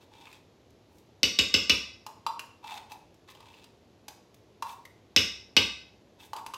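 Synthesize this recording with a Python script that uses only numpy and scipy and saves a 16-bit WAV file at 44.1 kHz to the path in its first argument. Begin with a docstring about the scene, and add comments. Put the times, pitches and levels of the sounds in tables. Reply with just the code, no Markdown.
"""A cook empties a small can of thick paste into a big pan, close by in a hard kitchen that rushes softly.
First the spoon scrapes (stick-slip clicks through resonances), clinks (dying sines) and smacks (noise bursts).
From 1.2 s it is knocked clean on the pan rim four times: noise cracks, ringing modes, thumps from the stove.
More clinks, scrapes and smacks of paste follow; from 5.2 s come two knocks, heavier than the four.
Last, the hand closes round the can and the final clinks ring shorter, among a few last scrapes."""
import sys
import numpy as np
from scipy import signal
from scipy.fft import rfft, irfft
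from scipy.io import wavfile
from scipy.ndimage import uniform_filter1d

SR = 44100
rng = np.random.default_rng(int(sys.argv[2]) if len(sys.argv) > 2 else 0)


def waveform_to_disk(signal):
    """Save audio, clipped to [-1, 1], as 16-bit WAV at the path in sys.argv[1]."""
    frames = np.transpose(np.atleast_2d(signal))
    scaled = np.clip(frames, -1, 1) * 32767
    samples = np.round(scaled).astype(np.int16)
    wavfile.write(sys.argv[1], SR, samples)


N = 289727  # samples in the scene
T = np.arange(int(.7 * SR)) / SR  # time axis of a single hit (s)


def amp(db):
    """Decibels to linear gain."""
    return 10 ** (np.asarray(db) / 20)


def evened(x):
    """Scales a sound to rms 1 over its whole length."""
    return x / np.sqrt(np.mean(x ** 2) + 1e-20)


def unit_hit(x, size=882):
    """Scales a hit to rms 1 over its first 20 ms."""
    return x / np.sqrt(np.mean(x[:size] ** 2) + 1e-20)


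def read(points, hz):
    """Reads a curve at the given frequencies, on a log axis."""
    f, value = np.transpose(points)
    return np.interp(np.log(hz + 1), np.log(f + 1), value)


def add(mix, s, sound):
    """Lays a sound into the mix at s seconds."""
    part = mix[max(round(s * SR), 0):][:len(sound)]
    part += sound[:len(part)]


def colour(x, points, size=4096):
    """Filters with the given spectrum, minimum phase so that nothing sounds before the hit."""
    log_gain = np.log(amp(read(points, abs(np.fft.fftfreq(size, 1 / SR)))))
    spectrum = np.exp(np.conj(signal.hilbert(log_gain)))
    taps = np.fft.ifft(spectrum).real[:size // 2]
    return signal.oaconvolve(x, taps)[:len(x)]


def burst(t60):
    """Noise that dies by 60 dB in t60 seconds."""
    return rng.standard_normal(len(T)) * 1e-3 ** (T / t60)


def ring(modes, pitch=1, scatter_db=0, loose=1):
    """Dying sines on a steady or moving pitch; where the blow lands changes the share of each."""
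    hz, db, t60 = np.transpose(modes)[:, :, None]
    size = amp(db + scatter_db * rng.standard_normal(db.shape))
    turns = hz * np.cumsum(pitch * np.ones(len(T))) / SR + rng.random(db.shape)
    decay = 1e-3 ** (T / (t60 * loose))
    return (size * np.sin(2 * np.pi * turns) * decay).sum(0)


def slips(per_s, spread_db):
    """A random train of tiny clicks of either sign, a few of them large."""
    size = amp(spread_db * np.minimum(rng.exponential(1, N), 4))
    happens = rng.random(N) < per_s / SR
    return size * rng.choice([-1, 1], N) * happens


def resonate(x, hz, width_hz):
    """A resonance that follows the curve hz: shift down to zero, smooth, shift back up."""
    turn = np.exp(2j * np.pi * np.cumsum(hz) / SR)
    r = np.exp(-np.pi * width_hz / SR)
    smooth = signal.lfilter([1 - r], [1, -r], x / turn + 1e-18)
    return 2 * (turn * smooth).real


def arch(u, peak, sharpness):
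    """Rises from 0 to 1 at the share peak of a stroke and falls back to 0."""
    return np.sin(np.pi / 2 * np.interp(u, [0, peak, 1], [0, 1, 0])) ** sharpness


# spectrum of the steady room noise: [f/Hz, relative level/dB]
ROOM_NOISE = [(15, -68), (25, -51), (44, -15.5), (105, -5), (141, -11.5), (373, -9.5), (659, -16),
              (911, -21), (1330, -27.5), (1440, -28.5), (3720, -29.5), (6740, -36), (9320, -50),
              (11300, -41), (16000, -61)]
RUSH_DB, DRONE_DB = -60, -76.5  # rms levels


def room_noise():
    """The soft rush of kitchen appliances is shaped noise; noise through a 101 Hz ring is a narrow low drone."""
    gain = amp(read(ROOM_NOISE, np.fft.rfftfreq(N, 1 / SR)))
    rush = irfft(rfft(rng.standard_normal(N)) * gain, N)
    drone = signal.oaconvolve(rng.standard_normal(N), ring([(101, 0, .25)]))[:N]
    return amp(RUSH_DB) * evened(rush) + amp(DRONE_DB) * evened(drone)


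# how long the kitchen rings: [f/Hz, t60/s]
ROOM_T60 = [(80, .55), (400, 0.27), (1000, 0.47), (3000, 0.45), (5500, 0.49), (8000, 0.42), (15000, .28)]
# colour of the reverberation: [f/Hz, relative level/dB]
ROOM_COLOUR = [(80, -11.5), (400, 3.5), (1000, 2), (3000, -5), (6000, -3), (14000, -4.5)]
# echoes from counter, ceiling and wall: [t/s, gain]
ECHOES = [(.0034, 0.21), (0.0228, -0.14), (0.033, 0.042)]


def kitchen(x, wet_db, build_s, size=512):
    """Near surfaces echo over a diffuse tail that builds up and dies at its own pace in each band."""
    hz, t, z = signal.stft(rng.standard_normal(len(T)), SR, nperseg=size)
    decay = 1e-3 ** (t / read(ROOM_T60, hz)[:, None])
    z = z * decay * (1 - np.exp(-t / build_s))
    z /= np.linalg.norm(z, axis=1, keepdims=True)  # equal energy in every band before colouring
    tail = signal.istft(z, SR, nperseg=size)[1][:len(T)]
    response = amp(wet_db) * colour(tail / np.linalg.norm(tail), ROOM_COLOUR)
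    response[0] += 1  # the direct sound
    for s, gain in ECHOES:
        add(response, s, np.array([gain]))
    return signal.oaconvolve(x, response)[:N]


# paste pulling off the spoon: [t/s, level/dB]
SMACKS = [(0.7054, -71.5), (0.984, -67.5), (3.143, -71), (4.3435, -63.5)]
# spectrum of a smack: [f/Hz, relative level/dB]
SMACK_COLOUR = [(500, -9.5), (2500, 3), (7000, 4), (9000, -5), (12000, 0), (16000, -8.5)]


def paste_smacks():
    """Sticky paste lets go of the spoon with a small bright snap, a short burst of coloured noise."""
    out = np.zeros(N)
    for s, db in SMACKS:
        add(out, s, amp(db) * unit_hit(colour(burst(t60=.03), SMACK_COLOUR)))
    return out


# scraping strokes: [start t/s, length/s, drag on the can bottom level/dB, rasp on the wall level/dB,
# wet paste crackle level/dB, hollow note in mid-stroke f/Hz]
STROKES = [(0.0, 0.051, -64.5, -64, -72, 930), (0.103, 0.3, -63.5, -61, -72.5, 880),
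           (0.874, 0.16, -78, -85, -74, 890), (2.627, 0.099, -47, -53, -64, 918),
           (2.701, 0.095, -48, -52, -60, 835), (2.89, 0.057, -52, -59.5, -62, 851),
           (3.274, 0.056, -65, -57, -63.5, 997), (3.342, 0.35, -66.5, -65.5, -77, 916),
           (4.65, 0.1, -50, -57.5, -56.5, 923), (6.183, 0.099, -64, -60, -62.5, 910),
           (6.355, 0.05, -42, -61, -61, 980)]
# spectrum of the rasp: [f/Hz, relative level/dB]
RASP_COLOUR = [(800, -32.5), (1500, -3.5), (2150, -3.5), (2600, 0.5), (3500, 0), (4400, -5), (8000, -14),
               (16000, -32)]
# spectrum of the paste crackle: [f/Hz, relative level/dB]
PASTE_COLOUR = [(2000, -27.5), (6000, 1), (8000, -1), (10000, -3), (13000, -0.5), (16000, -2.5)]
# modes of the whole can, shared with the clinks: [f/Hz, relative level/dB, t60/s before any grip factor]
TIN = [(3240, -3.5, 0.047), (3570, -1.5, 0.036), (3994, 3.5, 0.05), (4780, -7.5, 0.082), (4810, 0.5, .06),
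       (7400, -11.5, 0.057), (8300, -29, 0.079)]
# modes of the patch of wall under the spoon, shared too: [multiple of its pitch, relative level/dB, t60/s]
PATCH = [(.9, -5.5, 0.061), (1, 3.5, 0.038), (1.07, -2, 0.041)]
STROKE_SAG = 0.062  # share by which the hollow note falls along a stroke


def scraping(tin_db=-1, unsteady_db=3, grit_db=-3):
    """The spoon sticks and slips along the tin, stirring its hollow and wall, while the paste crackles."""
    drag, rasp, wet, hollow_hz = np.zeros((4, N))
    for start, length, drag_db, rasp_db, paste_db, hz in STROKES:
        u = np.clip((np.arange(N) / SR - start) / length, 0, 1)  # progress through the stroke
        drag += amp(drag_db) * arch(u, peak=0.23, sharpness=0.52)
        rasp += amp(rasp_db) * arch(u, peak=0.58, sharpness=0.8)
        wet += amp(paste_db) * arch(u, peak=0.69, sharpness=1)
        hollow_hz = np.where(u > 0, hz * (1 + STROKE_SAG * (.5 - u)), hollow_hz)
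    wander = evened(uniform_filter1d(rng.standard_normal(N), size=400))
    pressure = amp(unsteady_db * wander)
    friction = evened(pressure * slips(per_s=3300, spread_db=4.0))
    hollow = resonate(friction, hollow_hz, width_hz=162)
    bottom = evened(resonate(hollow, hollow_hz, width_hz=260))
    # the edge catches on the wall
    gritty = friction + amp(grit_db) * evened(slips(per_s=43, spread_db=3.0))
    tin = ring(TIN[:2], scatter_db=2.5) + ring(PATCH, pitch=2632) * amp(-3)
    ringing = evened(signal.oaconvolve(gritty, tin)[:N])
    wall = evened(colour(gritty, RASP_COLOUR)) + amp(tin_db) * ringing
    paste = evened(colour(slips(per_s=2500, spread_db=3.0), PASTE_COLOUR))
    return drag * bottom + rasp * wall + wet * paste


# spoon against the can: [t/s, hollow note level/dB, wall ping level/dB, tin ring level/dB, tick level/dB,
# settled hollow note f/Hz, ping f/Hz]
CLINKS = [(0.271, -58, -54, -71, -80, 1000, 2480), (0.3277, -93, -56.5, -66, -60.5, 845, 2480),
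          (2.0646, -44, -53.5, -66, -48, 857, 2780), (2.2651, -29.5, -43.5, -40, -44, 902, 2750),
          (2.3936, -59.5, -42, -67.5, -44, 1040, 2733), (2.6914, -53, -57, -61, -83, 987, 2080),
          (2.919, -54.5, -54.5, -59, -52.5, 848, 2580), (3.2872, -58.5, -61, -62, -72, 1024, 2020),
          (3.35, -64, -59, -66, -65, 840, 3090), (3.4045, -57, -75, -65, -64, 910, 2580),
          (3.5408, -72, -59.5, -66, -80, 810, 2790), (3.6413, -68.5, -61, -62, -60, 850, 2800),
          (4.0821, -53.5, -55.5, -53, -46, 815, 2520), (4.6237, -34, -48.5, -51, -44, 906, 2710),
          (4.8526, -68, -53, -73.5, -55.5, 982, 2065), (6.3328, -37.5, -55.5, -53.5, -49, 868, 2950),
          (6.3643, -55.5, -59, -54, -50, 990, 2870), (6.4633, -44, -57, -57.5, -47, 874, 2690),
          (6.5371, -40.5, -54, -59, -51, 983, 3030), (6.5421, -54, -47, -58, -48, 956, 2790)]
# air and bottom of the can: [multiple of the hollow note, relative level/dB, t60/s before the grip factor]
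HOLLOW = [(1, 5.5, 0.035), (1.18, 2, 0.026), (1.42, -8, 0.02)]
# spectrum of the tick: [f/Hz, relative level/dB]
TICK_COLOUR = [(100, -7.5), (500, 1.5), (800, 0), (1500, 0), (3000, 1.5), (6000, 0.5), (9000, -7),
               (12500, -6), (16000, -14)]
# factors on the clinks' hollow and tin ring times before and after the hand closes round the can at GRASP_S
LOOSE, FIRM, GRASP_S = 1.2, 0.72, 6.1


def can_clinks(stretch=0.1, settle_s=0.0037):
    """The spoon meets the can: a tick, a short ring of the wall, and a hollow note that a firm grip damps."""
    out = np.zeros(N)
    glide = 1 + stretch * np.exp(-T / settle_s)  # the dented tin is stiffer until it springs back
    for s, hollow_db, ping_db, tin_db, tick_db, hollow_hz, ping_hz in CLINKS:
        loose = LOOSE if s < GRASP_S else FIRM
        hollow = ring(HOLLOW, hollow_hz * glide, loose=loose) * (1 - np.exp(-T / .001))
        add(out, s, amp(hollow_db) * unit_hit(hollow))
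        add(out, s, amp(ping_db) * unit_hit(ring(PATCH, ping_hz)))
        add(out, s, amp(tin_db) * unit_hit(ring(TIN, scatter_db=1.5, loose=loose)))
        add(out, s, amp(tick_db) * unit_hit(colour(burst(t60=0.045), TICK_COLOUR)))
    return out


# dull thud of the pan on its support: [f/Hz, relative level/dB]
THUD_COLOUR = [(30, -29.5), (65, 0.5), (110, -9.5), (165, -0.5), (250, 0.5), (400, -7), (530, -4),
               (680, -22.5), (1000, -28), (2000, -62)]


def stove_thud(lag_cycles=1.7):
    """A push that spreads as a bending wave: low tones travel slower, so the thud sweeps down."""
    hz = np.fft.rfftfreq(len(T), 1 / SR)
    lag = np.exp(-2j * np.pi * lag_cycles * np.log(hz + 1))
    return irfft(amp(read(THUD_COLOUR, hz)) * lag, len(T)) * (T < .2)


# spoon on the pan rim, shared by body and knocks: [t/s, force level/dB, bright crack level/dB,
# ring of the spoon level/dB, lap of the wave round the rim t/s]
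KNOCKS = [(1.2312, -2, -23.5, -44, 0.0074), (1.3885, -1.5, -24.5, -37.5, 0.0083),
          (1.5408, 0, -24.5, -39.5, 0.0069), (1.696, -.5, -24.5, -50, .008), (5.1625, 1, -21.5, -46, .0105),
          (5.5658, 2.5, -23.5, -45, 0.0092)]
# modes of the pan: [f/Hz, relative level/dB before chance scatter, t60/s]
PAN = [(1175, -11, 0.3), (1528, -14.5, 0.53), (2053, -7.5, 0.55), (2210, -10.5, 0.18), (2420, -6.5, 0.2),
       (2574, -1, 0.47), (2604, -0.5, 0.21), (2510, -3, 0.17), (2660, -7, 0.33), (2800, -8, .22),
       (3042, -7.5, .22), (3366, 3, 0.46), (3430, -4, 0.38), (3700, -4, .28), (3730, 0, 0.36),
       (3836, 2.5, 0.35), (3880, -3.5, 0.27), (4332, -10, .36), (4463, -8, 0.31), (4570, -12.5, 0.27),
       (5300, -8, 0.22), (5180, -5.5, 0.21), (5200, -6.5, 0.21), (5706, -11.5, .32)]
# modes of the stove under the pan: [f/Hz, relative level/dB, t60/s]
STOVE = [(66, -6.5, 0.53), (97.4, 5.5, .3)]
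PAN_DB, THUD_DB, BOOM_DB = -31.5, -33, -43.5  # levels at a force of 0 dB
BOOM_GROWTH = 2.2  # heavy blows favour the boom (dB per dB of force)


def pan_body(rock_s=0.008):
    """After each blow the pan's modes ring on, and the stove under it thuds and, a moment later, booms."""
    out = np.zeros(N)
    thud = unit_hit(stove_thud())
    for s, force_db, *_ in KNOCKS:
        add(out, s, amp(PAN_DB + force_db) * unit_hit(ring(PAN, scatter_db=1.5)))
        add(out, s, amp(THUD_DB + force_db) * thud)
        boom = ring(STOVE) * (1 - np.exp(-T / 0.006))
        add(out, s + rock_s, amp(BOOM_DB + BOOM_GROWTH * force_db) * unit_hit(boom))
    return out


# spectrum of the crack of the contact: [f/Hz, relative level/dB]
CRACK_COLOUR = [(200, -33), (750, -23), (1150, -26), (1400, -19), (2200, -22.5), (3500, 1), (5200, 7),
                (6200, -3), (7000, -14), (8500, -14.5), (10000, -26), (12000, -16), (15000, -22.5),
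                (16000, -35)]
# spectrum of the crowd of short-lived wall modes after it: [f/Hz, relative level/dB]
WALL_COLOUR = [(150, -28.5), (550, -21.5), (750, -32.5), (1350, -26), (2100, -13), (2650, 0), (3150, -3.5),
               (3750, 2), (4250, -12), (5250, -2), (6900, -22.5), (16000, -43.5)]
# spectrum of the lower wall modes, stirred most by heavy blows: [f/Hz, relative level/dB]
CLANK_COLOUR = [(600, -34), (780, -7), (900, -8.5), (1170, -3), (1330, -13), (1550, -0.5), (1750, -13),
                (2050, 4.5), (2350, 5.5), (2700, -14.5), (4000, -40)]
# modes of the spoon: [f/Hz, relative level/dB, t60/s]
SPOON = [(6700, 0, 0.097), (7200, -1, 0.074), (7530, 1, 0.061), (7900, -8, 0.11), (8340, -6.5, 0.048),
         (11500, -11.5, 0.12)]
WALL_DB, CLANK_DB, LAP_DB = -23, -32, -22  # levels at a force of 0 dB
CLANK_GROWTH = 1.6  # heavy blows favour the low modes (dB per dB of force)


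def pan_knocks():
    """Each blow of the spoon cracks and sets the wall of the pan clattering, as short coloured bursts."""
    out = np.zeros(N)
    for s, force_db, crack_db, spoon_db, lap_s in KNOCKS:
        clank_db = CLANK_DB + CLANK_GROWTH * force_db
        add(out, s, amp(crack_db) * unit_hit(colour(burst(t60=0.036), CRACK_COLOUR)))
        add(out, s, amp(WALL_DB + force_db) * unit_hit(colour(burst(t60=0.057), WALL_COLOUR)))
        add(out, s, amp(clank_db) * unit_hit(colour(burst(t60=0.028), CLANK_COLOUR)))
        add(out, s, amp(spoon_db) * unit_hit(ring(SPOON)))
        # the bending wave runs round the rim and gathers again a moment later
        lap = ring([(2650, -2.0, 0.018), (2903, -5.5, 0.047)]) * (1 - np.exp(-T / 0.00043))
        add(out, s + lap_s, amp(LAP_DB + force_db) * unit_hit(lap))
    return out


def scene():
    """Can, pan body and knocks sound into the same kitchen, each with its own share of reverberation."""
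    can = kitchen(can_clinks() + scraping() + paste_smacks(), wet_db=-3.0, build_s=0.0093)
    body = kitchen(pan_body(), wet_db=-1.5, build_s=0.0096)
    knocks = kitchen(pan_knocks(), wet_db=0.5, build_s=0.0023)
    return (room_noise() + can + body + knocks)[None]


def record(dry):
    """The sound is kept between 44 Hz and about 16 kHz."""
    lean = signal.sosfilt(signal.butter(5, 44, "highpass", fs=SR, output="sos"), dry)
    lowpass = signal.firwin(151, 15950, window=("kaiser", 9), fs=SR)
    return signal.oaconvolve(lean, lowpass[None], "same")


dry = scene()
out = record(dry)
waveform_to_disk(out)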